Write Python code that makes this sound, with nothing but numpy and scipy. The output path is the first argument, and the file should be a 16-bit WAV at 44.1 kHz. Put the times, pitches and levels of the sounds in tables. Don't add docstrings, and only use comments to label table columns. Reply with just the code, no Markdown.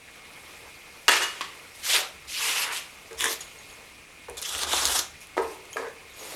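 import sys
import numpy as np
from scipy import signal
from scipy.fft import rfft, irfft
from scipy.io import wavfile
from scipy.ndimage import uniform_filter1d

SR = 44100
rng = np.random.default_rng(int(sys.argv[2]) if len(sys.argv) > 2 else 0)


def wav_out(sig):
    wavfile.write(sys.argv[1], SR, np.round(np.clip(np.atleast_2d(sig).T, -1, 1) * 32767).astype(np.int16))


def convert_level_to_amplitude(level_db):
    exponent = np.asarray(level_db, float) / 20
    return 10 ** exponent


N = 280035

# f/Hz, level/dB
AIR = [(15, -42), (25, -3), (71, -4), (161, -2.5), (201, -4.5), (264, -6), (311, -4.5), (569, -11.5),
       (689, -12.5), (790, -11.5), (1070, -27), (2500, -3.5), (3110, -15.5), (10100, -16), (17500, -64)]
# f/Hz, width/Hz, level/dB
FAN = [(2160, 31, -59), (2438, 11, -61.5), (2530, 20, -65), (2630, 130, -68), (2000, 190, -79)]
# f/Hz, level/dB
SLEEVE = [(120, -61), (200, -2), (459, 12.5), (770, 6), (1290, 1.5), (1500, -4.5), (2250, -1),
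          (4970, -15.5), (6800, -20), (12300, -21), (16500, -44)]
# f/Hz, level/dB
OFFCUT = [(120, -59), (200, -35), (375, -0.5), (606, -7.5), (1290, -0.5), (2860, 1.5), (3910, -4),
          (9660, -10), (13000, -18.5), (16500, -48)]
# f/Hz, level/dB
BOUNCE = [(120, -52), (200, -23), (503, -12), (756, -17), (1080, 2), (1450, -9), (2010, -0.5), (2250, -11),
          (2960, -5), (3560, -12), (9310, -15), (16500, -25)]
# f/Hz, level/dB
PALM = [(120, -63), (200, -38), (223, -53), (368, -7), (403, -15), (459, -9), (979, -11), (3500, -6.5),
        (6000, -10.5), (11800, -9.5), (14500, -22), (16500, -36)]
# f/Hz, level/dB
SWEEP = [(120, -59), (200, -37), (323, -24), (468, -16), (700, -19.5), (926, -10), (1470, -10.5), (2700, 0),
         (5500, -6), (11500, -7.5), (14500, -21), (16500, -36)]
# f/Hz, level/dB
NAILS = [(120, -53), (200, -9), (368, 8.5), (652, -8), (1110, 5), (1360, -14), (1970, -3), (2650, -11),
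         (3560, -3), (4400, -22), (5550, -9.5), (7600, -12.5), (10000, -10.5), (13000, -19), (16500, -38)]
# f/Hz, level/dB
TAP = [(120, -56), (200, -25), (282, 0), (329, -47), (364, 7), (410, 3), (450, 12), (510, 3), (800, -13.5),
       (1050, -10.5), (1300, -31.5), (1590, -19.5), (3000, -44), (12000, -50), (15600, -64), (22000, -120)]
# f/Hz, level/dB
BLOCK = [(120, -52), (200, -9.5), (279, -7), (323, -21), (361, 0), (459, -6), (770, -2.5), (1300, -2),
         (2200, -9), (3500, 1.5), (4450, -4.5), (6680, -2.5), (11200, -3.5), (14200, -15.5), (16500, -37)]
# f/Hz, level/dB
THUD = [(120, -70), (200, -55), (292, -5), (323, -11), (371, 1.5), (460, -2.5), (600, -12.5), (951, -8),
        (1300, -23), (1600, -29.5), (6590, -46), (12000, -52), (15600, -68), (22000, -120)]
# t/s, effort/dB
STIRRING = [(0, -5), (.54, 5), (.8, 0), (1.07, 2), (1.75, 2), (2.22, -1), (3.0, 1), (3.7, 3.5),
            (4.07, -4.5), (4.27, -2.5), (5.3, -3), (5.72, -0.5), (6.0, -3.5), (6.35, 5.5)]
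# rest level/dB, share of effort/1
SLEEVE_LAYERS = [(-54.5, 0.29), (-59, 0.99), (-61, 0.78)]
# t/s, peak/dB, f/Hz, t60/s
JINGLES = [(.11, -52, 12300, .05), (.44, -50, 10200, .12), (.58, -58, 12600, .1), (1.407, -41, 1050, 0.3),
           (1.409, -38.5, 1160, 0.3), (1.74, -51, 11700, 0.14), (3.11, -49, 6700, .04),
           (3.408, -24, 6750, 0.054), (3.408, -28, 10000, 0.039), (3.586, -37, 6700, 0.059),
           (3.65, -56.5, 8600, .15), (3.697, -36, 6620, .04), (3.71, -41, 10300, .07),
           (3.735, -40.5, 6560, .07), (5.21, -40, 6700, 0.066), (5.42, -35, 8500, 0.049),
           (5.42, -40, 10500, .05), (5.577, -46, 14300, .03), (5.701, -42.5, 10150, 0.43),
           (5.728, -31, 6630, 0.072), (5.735, -33, 3150, 0.068), (5.74, -36, 14100, .04),
           (5.768, -46, 8300, .03), (6.1, -47, 12500, .15), (6.135, -41, 6630, .08), (6.19, -37, 6760, 0.3),
           (6.27, -40, 6870, 0.23)]
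# t/s, peak/dB
CLATTER = [
    (1.0819, -2.5),
    (1.0904, -5.5),
    (1.104, -25),
    (1.1208, -27),
    (1.219, -16),
    (1.2317, -13.5),
]
# f/Hz, level/dB, t60/s
STRIP = [(908, -3, 0.073), (1140, -2, 0.066), (1290, -23, 0.13), (1270, 0.5, 0.067), (1750, -12, 0.26),
         (1666, 1.5, 0.097), (1850, -1, 0.11), (2270, -20, 0.096), (2800, 0, 0.06), (2880, 7.5, 0.15),
         (2880, -6, 0.15), (3390, -2, 0.066), (4490, -3, 0.058), (7600, -20, .05)]
# t/s, peak/dB, f/Hz, t60/s, broad crack share/1
CRACKS = [
    (1.0816, -4, 2900, .004, .5),
    (1.0816, -6, 4600, .004, .5),
    (1.4097, -15, 2900, .004, .5),
    (1.4097, -20, 1100, .012, .05),
    (1.4148, -20, 3800, .004, .5),
    (3.2416, -14, 1700, .006, .3),
    (5.3792, -14, 1900, .006, .03),
    (4.8546, -6, 4500, .003, 1.0),
    (5.3792, -11, 650, .007, .02),
    (5.7685, -24, 2300, .012, .2),
]
# t/s, peak/dB, f/Hz, t60/s
SNAPS = [(1.083, -1, 2800, 0.0013), (1.091, -10, 1660, 0.0053), (1.095, -3.5, 1680, 0.0039),
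         (1.409, -34, 1090, .015), (3.2079, -10, 3370, 0.0028), (3.2254, -15, 3550, 0.0056),
         (3.261, -17, 2000, 0.0071), (3.268, -16, 3350, 0.0055), (3.2422, -13.5, 1860, 0.0081),
         (3.257, -13, 1920, 0.0068), (4.285, -27, 870, 0.0084), (4.55, -16, 3020, 0.004),
         (4.733, -11.5, 3550, 0.0073), (4.737, -9, 970, 0.0057), (4.8541, -7.5, 6600, 0.0076),
         (4.859, -11, 9600, .003), (4.9918, -7.5, 6160, 0.0023), (4.9952, -16, 3600, 0.0023),
         (4.9895, -15, 7050, .003), (5.3681, -17, 800, 0.0076), (5.379, -14, 860, 0.01),
         (5.7687, -18, 1270, 0.02), (5.77, -20, 1650, .02), (5.7599, -25.5, 560, 0.017),
         (5.783, -26, 1090, .012)]
# t/s, peak/dB, f/Hz
TICKS = [(1.0912, -12, 12000), (1.1208, -23, 13000), (1.138, -30, 13000), (1.1502, -29, 13500),
         (1.1669, -22, 12500), (1.1913, -30, 12500), (1.2262, -33, 12000), (1.2347, -31, 13000),
         (2.089, -41.5, 12000), (3.2072, -19, 10300), (3.2184, -24, 7000), (3.2428, -17, 6000),
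         (3.2456, -26, 8050), (4.3777, -33, 12000), (4.4752, -32, 13000), (4.551, -31, 13000),
         (4.5902, -31, 13000), (4.7343, -32, 13000), (2.2734, -42, 3540), (3.1305, -32, 6660),
         (3.407, -28, 6800), (3.4126, -30, 6800), (4.298, -26.5, 9500), (4.371, -45, 4130),
         (4.4167, -22, 11400), (4.423, -22, 9400), (4.4518, -37, 5040), (4.4818, -33, 13500),
         (4.492, -22, 7040), (4.536, -26, 3540), (4.582, -21, 3520), (4.6335, -13, 3520),
         (4.8692, -14, 7350), (4.875, -10, 6000), (5.2057, -39, 10000), (5.271, -34.5, 10200),
         (5.6545, -37, 7570), (5.731, -28, 6590), (5.8844, -36, 6720)]
# spectrum, slip rate/(1/s), slip size spread/dB
KINDS = dict(cloth=(SLEEVE, 20000, .6), slide=(OFFCUT, 20000, 1.2), bounce=(BOUNCE, 20000, .8),
         skin=(PALM, 20000, 1.1), dust=(SWEEP, 20000, 1.3), pick=(NAILS, 16000, 1.1),
         scrape=(BLOCK, 14000, 1.2), settle=(THUD, 20000, .6), touch=(TAP, 20000, .8),
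         brush=(SLEEVE, 20000, 1.0))
# start t/s, rise/s, hold/s, pressure/dB, brightness/dB
STROKES = dict( slide=[(1.082, 0.0032, 0.1, -28, 2.5), (1.198, 0.02, 0.012, -34, 4)],
           bounce=[(1.4095, 0.00068, 0.00088, -33.5, -3)], skin=[(1.8, 0.098, 0.068, -28, 0.5)],
           dust=[(2.271, 0.11, 0.25, -36, -0.5), (2.4, 0.036, .07, -41.5, 8.5),
           (2.705, 0.03, .04, -42, 4.5)], pick=[(3.168, 0.036, 0.081, -33.5, 1)],
           brush=[(3.275, 0.022, 0.034, -49.5, 6), (5.19, 0.023, .02, -73, 11),
           (5.4, 0.016, 0.129, -64.5, -1.5), (1.72, .03, 0.054, -69.5, 6.5), (6.11, 0.086, .2, -58.5, 0)],
           touch=[(3.108, .002, .005, -52.5, 3), (4.2835, 0.0018, 0.0034, -48, -6),
           (5.76, 0.02, 0.12, -39.5, -4.5)], scrape=[(3.404, 0.0023, 0.0053, -45, 1),
           (4.369, 0.0022, 0.011, -42.5, 3), (4.412, .22, 0.0056, -35, -1),
           (4.665, 0.07, 0.26, -31.5, -0.5)], settle=[(5.3686, 0.0024, 0.0069, -40.5, 8),
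           (5.379, 0.0023, 0.051, -44, 6)])
# hiss/dB, board/dB, hiss gain/(dB/s of hold), board delay/rise
SHARES = dict(slide=(-6, 0.5, -30, -1.2), bounce=(-24, -16, 4, 3.5), skin=(-5.5, -10.5, -25, 0.36),
          dust=(-2.5, -2, 13, .8), pick=(-0.5, -8.5, -57, 0.7), brush=(10.9, 9, 7.2, 0.12),
          touch=(-10.5, -1, -62, -3.3), scrape=(-3.5, -5.5, 31.5, 0.26), settle=(-17.5, 18, .1, -2))
# swell power/1, sag/(dB/s), release/(dB/s), tail/dB
SHAPES = dict(slide=(3, 48, 280, -9), bounce=(11, 3, 406, -12.5), skin=(2, -53, 232, -45),
          dust=(0.69, -5.5, 327, -16), pick=(1.5, -10, 400, -28), brush=(2, -18, 397, -25),
          touch=(0.5, 93, 500, -9), scrape=(.5, 10, 389, -33), settle=(9, 117, 300, -11.5))
# t/s, gain/dB, width/s
GRIPS = [(1.092, 2.5, .004), (1.1, -6, .003), (1.135, 1.5, .01), (1.17, 1, .008), (1.195, -2, 0.0061),
         (1.29, -2, .03), (2.29, 2, 0.016), (3.195, -2, .006), (3.235, -4, .004), (3.32, 0, 0.0074),
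         (5.41, -4, .005), (5.44, 1.5, .012), (5.83, 1.5, 0.012), (5.9, -0.5, 0.018), (1.85, 4.5, 0.022),
         (1.95, 1, .02), (2.48, -1, 0.022), (2.755, 1, 0.025), (3.2076, 0.5, 0.0022), (3.244, 7, 0.0034),
         (3.2575, 4, 0.0032), (3.36, -2, 0.015), (4.372, -1.5, 0.0032), (4.4, 0, 0.012),
         (4.427, 11, 0.0049), (4.44, 2, 0.0042), (4.456, 7, 0.0074), (4.4927, 3.5, 0.0038),
         (4.513, -2, 0.0054), (4.5418, 1.5, 0.0035), (4.5525, 0, 0.0025), (4.572, -3, 0.0048),
         (4.5826, 0, .003), (4.5918, 2, .002), (4.6136, 2.5, 0.0025), (4.6238, 3, .003),
         (4.6339, 2, 0.0034), (4.668, 0, .008), (4.7135, 1, 0.0026), (4.735, 3.5, 0.0023),
         (4.7814, 0.5, .004), (4.8371, -0.5, .005), (4.8739, -4, 0.0032), (4.9033, -0.5, .004),
         (4.9201, 3, 0.0045), (4.9577, 3, 0.0067), (4.994, 5.5, 0.0022)]
# start t/s, rise/s, hold/s, level/dB, tightest f/Hz
CUP = [
    (1.8, 0.077, 0.09, -23.5, 3200),
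    (2.3, .17, .06, -26, 2800),
    (2.696, .055, 0.00518, -25.5, 3115),
]
# start t/s, rise/s, hold/s, level/dB
WEIGHT = [
    (2.2, .05, 0.08, -67),
    (3.05, 0.16, 0.022, -56),
    (4.246, 0.051, .02, -50),
    (4.463, 0.093, 0.25, -53.5),
    (4.75, 0.14, 0.038, -47.5),
    (5.3, 0.13, .05, -60),
    (6.0, 0.14, .02, -69),
]
# t/s, peak/dB
BLOWS = [
    (3.11, -25),
    (3.241, -18),
    (4.281, -38),
    (4.735, -37),
    (5.3685, -22),
    (5.3792, -4),
    (5.7602, -24),
    (5.7682, -21),
]
# f/Hz, level/dB, t60/s
BOARD = [(290, -26, .12), (372, 2, 0.42), (400, -27, 0.1), (452.5, 3, 0.3), (476.3, -4, 0.19),
         (556, -8, 0.21), (670, -13, 0.33), (860, -6, 0.22), (945, -9, 0.34), (1050, -10, 0.35),
         (1280, 4, 0.06), (1600, 0, 0.13), (2080, -18, 0.072), (2490, -40, .1)]

AIR_DB, MIC_HISS_DB, MIC_CUT_HZ = -54, -73, 17850
ROOM_T60_S, ROOM_DB, ROOM_CUT_HZ = 0.35, -8.5, 6200
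TICK_T60_S, TICK_CRACK, SNAP_CRACK = 0.004, 0.9, 0.11
TAIL_DB_PER_S, BOARD_LINGERS = 59, 0.7
CUP_OPEN_HZ, CUP_WIDTH_HZ, CUP_FALL_DB_PER_S = 2600, 940, 200
JOIST_HZ, JOIST_WIDTH_HZ = 73, 25
WEIGHT_REST_DB, WEIGHT_FALL_DB_PER_S = -67, 190
SOFT_CONTACT_HZ = 1210


def rms_one(x):
    return x / np.sqrt(np.mean(x ** 2) + 1e-20)


def coloured(x, spectrum, mask=lambda hz: 1):
    hz = np.maximum(np.arange(len(x) // 2 + 1) * SR / len(x), 1)
    point_hz, point_db = np.transpose(spectrum)
    gain = convert_level_to_amplitude(np.interp(np.log(hz), np.log(point_hz), point_db)) * mask(hz)
    return rms_one(irfft(rfft(x) * gain, len(x)))


def drift(rate_hz, size):
    r = np.exp(-2 * np.pi * rate_hz / SR)
    settle = 8000
    noise = rng.standard_normal(size + settle)
    return rms_one(signal.lfilter([1], [1, -2 * r, r * r], noise[settle:]))


def ring(clicks, hz, t60_s):
    r = convert_level_to_amplitude(-60 / (t60_s * SR))
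    w = 2 * np.pi * min(hz, 19000) / SR
    return signal.lfilter([0, np.sin(w)], [1, -2 * r * np.cos(w), r * r], clicks + 1e-18)


def resonant_noise(hz, width_hz):
    t60_s = np.log(1000) / (np.pi * width_hz)
    return rms_one(ring(rng.standard_normal(N), hz, t60_s))


def swell(t, rise_s, hold_s, power, sag_db, fall_db, tail_db=-90):
    rise = np.clip(t / max(rise_s, 0.001), 0, 1) ** power
    held = convert_level_to_amplitude(-sag_db * np.clip(t - rise_s, 0, max(hold_s, 0)))
    after_s = np.maximum(t - rise_s - hold_s, 0)
    release = convert_level_to_amplitude(-fall_db * after_s) + convert_level_to_amplitude(tail_db - TAIL_DB_PER_S * after_s)
    return rise * held * release


def patchy(x, patch_db):
    _, _, cells = signal.stft(x, SR, nperseg=256)
    chance = rng.standard_normal(cells.shape)
    chance = uniform_filter1d(chance, size=7, axis=0)
    chance = uniform_filter1d(chance, size=9, axis=1)
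    _, y = signal.istft(cells * convert_level_to_amplitude(patch_db * rms_one(chance)), SR, nperseg=256)
    return y[:len(x)]


def friction(kind, gains):
    def low(hz):
        return 1 / (1 + (hz / 1500) ** 6)

    def mid(hz):
        return 1 / (1 + (hz / 5500) ** 6)

    masks = [lambda hz: np.sqrt(mid(hz) * (1 - low(hz))),
             lambda hz: np.sqrt(1 - mid(hz)),
             lambda hz: np.sqrt(low(hz))]
    size = len(gains[0])
    spectrum, slips_per_s, spread_db = KINDS[kind]
    slips = (rng.random(size) < slips_per_s / SR) * rng.standard_normal(size)
    slip_size_db = spread_db * np.minimum(rng.exponential(1, size), 5)
    slips = patchy(slips * convert_level_to_amplitude(slip_size_db), patch_db=2.0)
    out = np.zeros(size)
    for mask, gain in zip(masks, gains):
        out += gain * convert_level_to_amplitude(0.31 * drift(50, size)) * coloured(slips, spectrum, mask)
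    return out


def air():
    whine = sum(convert_level_to_amplitude(level_db) * resonant_noise(hz, width_hz) for hz, width_hz, level_db in FAN)
    return convert_level_to_amplitude(AIR_DB) * coloured(rng.standard_normal(N), AIR) + whine


def sleeve():
    effort_db = np.interp(np.arange(N) / SR, *np.transpose(STIRRING))
    gains = [convert_level_to_amplitude(rest_db + share * effort_db) for rest_db, share in SLEEVE_LAYERS]
    return friction("cloth", gains)


def fastener():
    size = 8000
    out, t = np.zeros(N + size), np.arange(size) / SR
    attack = np.minimum(t / 0.0027, 1)
    for s, peak_db, hz, t60_s in JINGLES:
        detune = 1 + 0.0145 * rng.standard_normal(4)
        cluster = np.sin(2 * np.pi * hz * np.outer(detune, t)).mean(axis=0)
        start = int(s * SR)
        out[start:start + size] += convert_level_to_amplitude(peak_db - 60 * t / t60_s) * cluster * attack
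    return out[:N]


def struck(events, modes, scatter_db, bright_hz):
    out = np.zeros(N)
    luck = rng.standard_normal((len(events), len(modes)))
    for k, (hz, level_db, t60_s) in enumerate(modes):
        clicks = np.zeros(N)
        dulling = 1 + (hz / bright_hz) ** 2
        for (s, peak_db), chance in zip(events, luck[:, k]):
            clicks[int(s * SR)] = convert_level_to_amplitude(peak_db + level_db + scatter_db * chance) / dulling
        out += (-1) ** k * ring(clicks, hz, t60_s)
    return out


def snaps():
    size = 2000
    out, t = np.zeros(N + size), np.arange(size) / SR
    events = [(*snap, SNAP_CRACK) for snap in SNAPS] + CRACKS
    events = events + [(*tick, TICK_T60_S, TICK_CRACK) for tick in TICKS]
    b, a = signal.butter(2, [2500, 10500], "band", fs=SR)
    cracks = signal.lfilter(b, a, rng.standard_normal((len(events), size)))
    for (s, peak_db, hz, t60_s, share), crack in zip(events, cracks):
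        wave = np.sin(2 * np.pi * hz * t) + share * crack
        start = int(s * SR)
        out[start:start + size] += convert_level_to_amplitude(peak_db - 60 * t / t60_s) * wave
    return out[:N]


def rubbing():
    out = np.zeros(N + SR)
    for kind, rows in STROKES.items():
        hiss_db, board_db, gain_db, late = SHARES[kind]
        power, sag_db, fall_db, tail_db = SHAPES[kind]
        for s, rise_s, hold_s, level_db, bright_db in rows:
            size = 32768 if rise_s + hold_s > 0.15 else 16384
            t = np.arange(size) / SR
            t_board = t - np.clip(late, 0, 1) * rise_s
            scratch = swell(t, rise_s, hold_s, power, sag_db, fall_db, tail_db)
            hiss = swell(t, rise_s, hold_s, power, sag_db - gain_db, fall_db, tail_db)
            board = swell(t_board, rise_s, hold_s, power, sag_db, BOARD_LINGERS * fall_db, tail_db)
            gains = [scratch, convert_level_to_amplitude(hiss_db + bright_db) * hiss, convert_level_to_amplitude(board_db - bright_db) * board]
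            start = int(s * SR)
            out[start:start + size] += convert_level_to_amplitude(level_db) * friction(kind, gains)
    return out[:N]


def grip():
    t = np.arange(0, N, 16) / SR
    db = np.zeros(len(t))
    for s, gain_db, width_s in GRIPS:
        db += gain_db * np.exp(-0.5 * ((t - s) / max(width_s, 0.001)) ** 2)
    return convert_level_to_amplitude(np.interp(np.arange(N) / SR, t, db))


def cupped_palm():
    t = np.arange(N) / SR
    hz, gain = np.full(N, float(CUP_OPEN_HZ)), np.zeros(N)
    for s, rise_s, hold_s, level_db, tight_hz in CUP:
        press = swell(t - s, rise_s, hold_s, 1.6, 0, CUP_FALL_DB_PER_S)
        hz += press * (tight_hz - CUP_OPEN_HZ)
        gain += press * convert_level_to_amplitude(level_db)
    phase = 2 * np.pi * np.cumsum(hz) / SR
    even, odd = drift(CUP_WIDTH_HZ, N), drift(CUP_WIDTH_HZ, N)
    flutter = convert_level_to_amplitude(-12.0 + 3.3 * drift(25, N))
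    return gain * flutter * (even * np.cos(phase) + odd * np.sin(phase))


def joists():
    t = np.arange(N) / SR
    load = np.zeros(N)
    for s, rise_s, hold_s, level_db in WEIGHT:
        load += convert_level_to_amplitude(level_db) * swell(t - s, rise_s, hold_s, 2.1, 0, WEIGHT_FALL_DB_PER_S)
    boom = ring(resonant_noise(JOIST_HZ, JOIST_WIDTH_HZ), JOIST_HZ + 3, 0.07)
    return (convert_level_to_amplitude(WEIGHT_REST_DB) + load) * rms_one(boom)


def room(x):
    t = np.arange(int(0.8 * SR)) / SR
    tail = rng.standard_normal(len(t)) * convert_level_to_amplitude(-60 * t / ROOM_T60_S) * (t > 0.004)
    tail = signal.lfilter(*signal.butter(1, ROOM_CUT_HZ, fs=SR), tail)
    tail = tail / np.sqrt(np.sum(tail ** 2))
    return convert_level_to_amplitude(ROOM_DB) * signal.fftconvolve(x, tail)[:N]


def scene():
    offcut = convert_level_to_amplitude(-17.5) * struck(CLATTER, STRIP, scatter_db=1.0, bright_hz=np.inf)
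    board = convert_level_to_amplitude(-22.0) * struck(BLOWS, BOARD, scatter_db=3.5, bright_hz=SOFT_CONTACT_HZ)
    hits = offcut + board + snaps() + fastener()
    rub = grip() * rubbing() + sleeve() + cupped_palm()
    near = hits + rub + room(hits + 0.5 * rub)
    no_bass = signal.butter(4, 260, "high", fs=SR, output="sos")
    return (signal.sosfilt(no_bass, near) + joists() + air())[None]


def low_pass(x):
    return signal.sosfilt(signal.butter(12, 17940, fs=SR, output="sos"), x)


def record(dry):
    hissing = dry + convert_level_to_amplitude(MIC_HISS_DB) * np.diff(rng.standard_normal(N + 1))
    top_cut = signal.cheby2(16, 80, MIC_CUT_HZ, fs=SR, output="sos")
    mix = signal.sosfilt(top_cut, hissing)
    return low_pass(mix)


dry = scene()
out = record(dry)
wav_out(out)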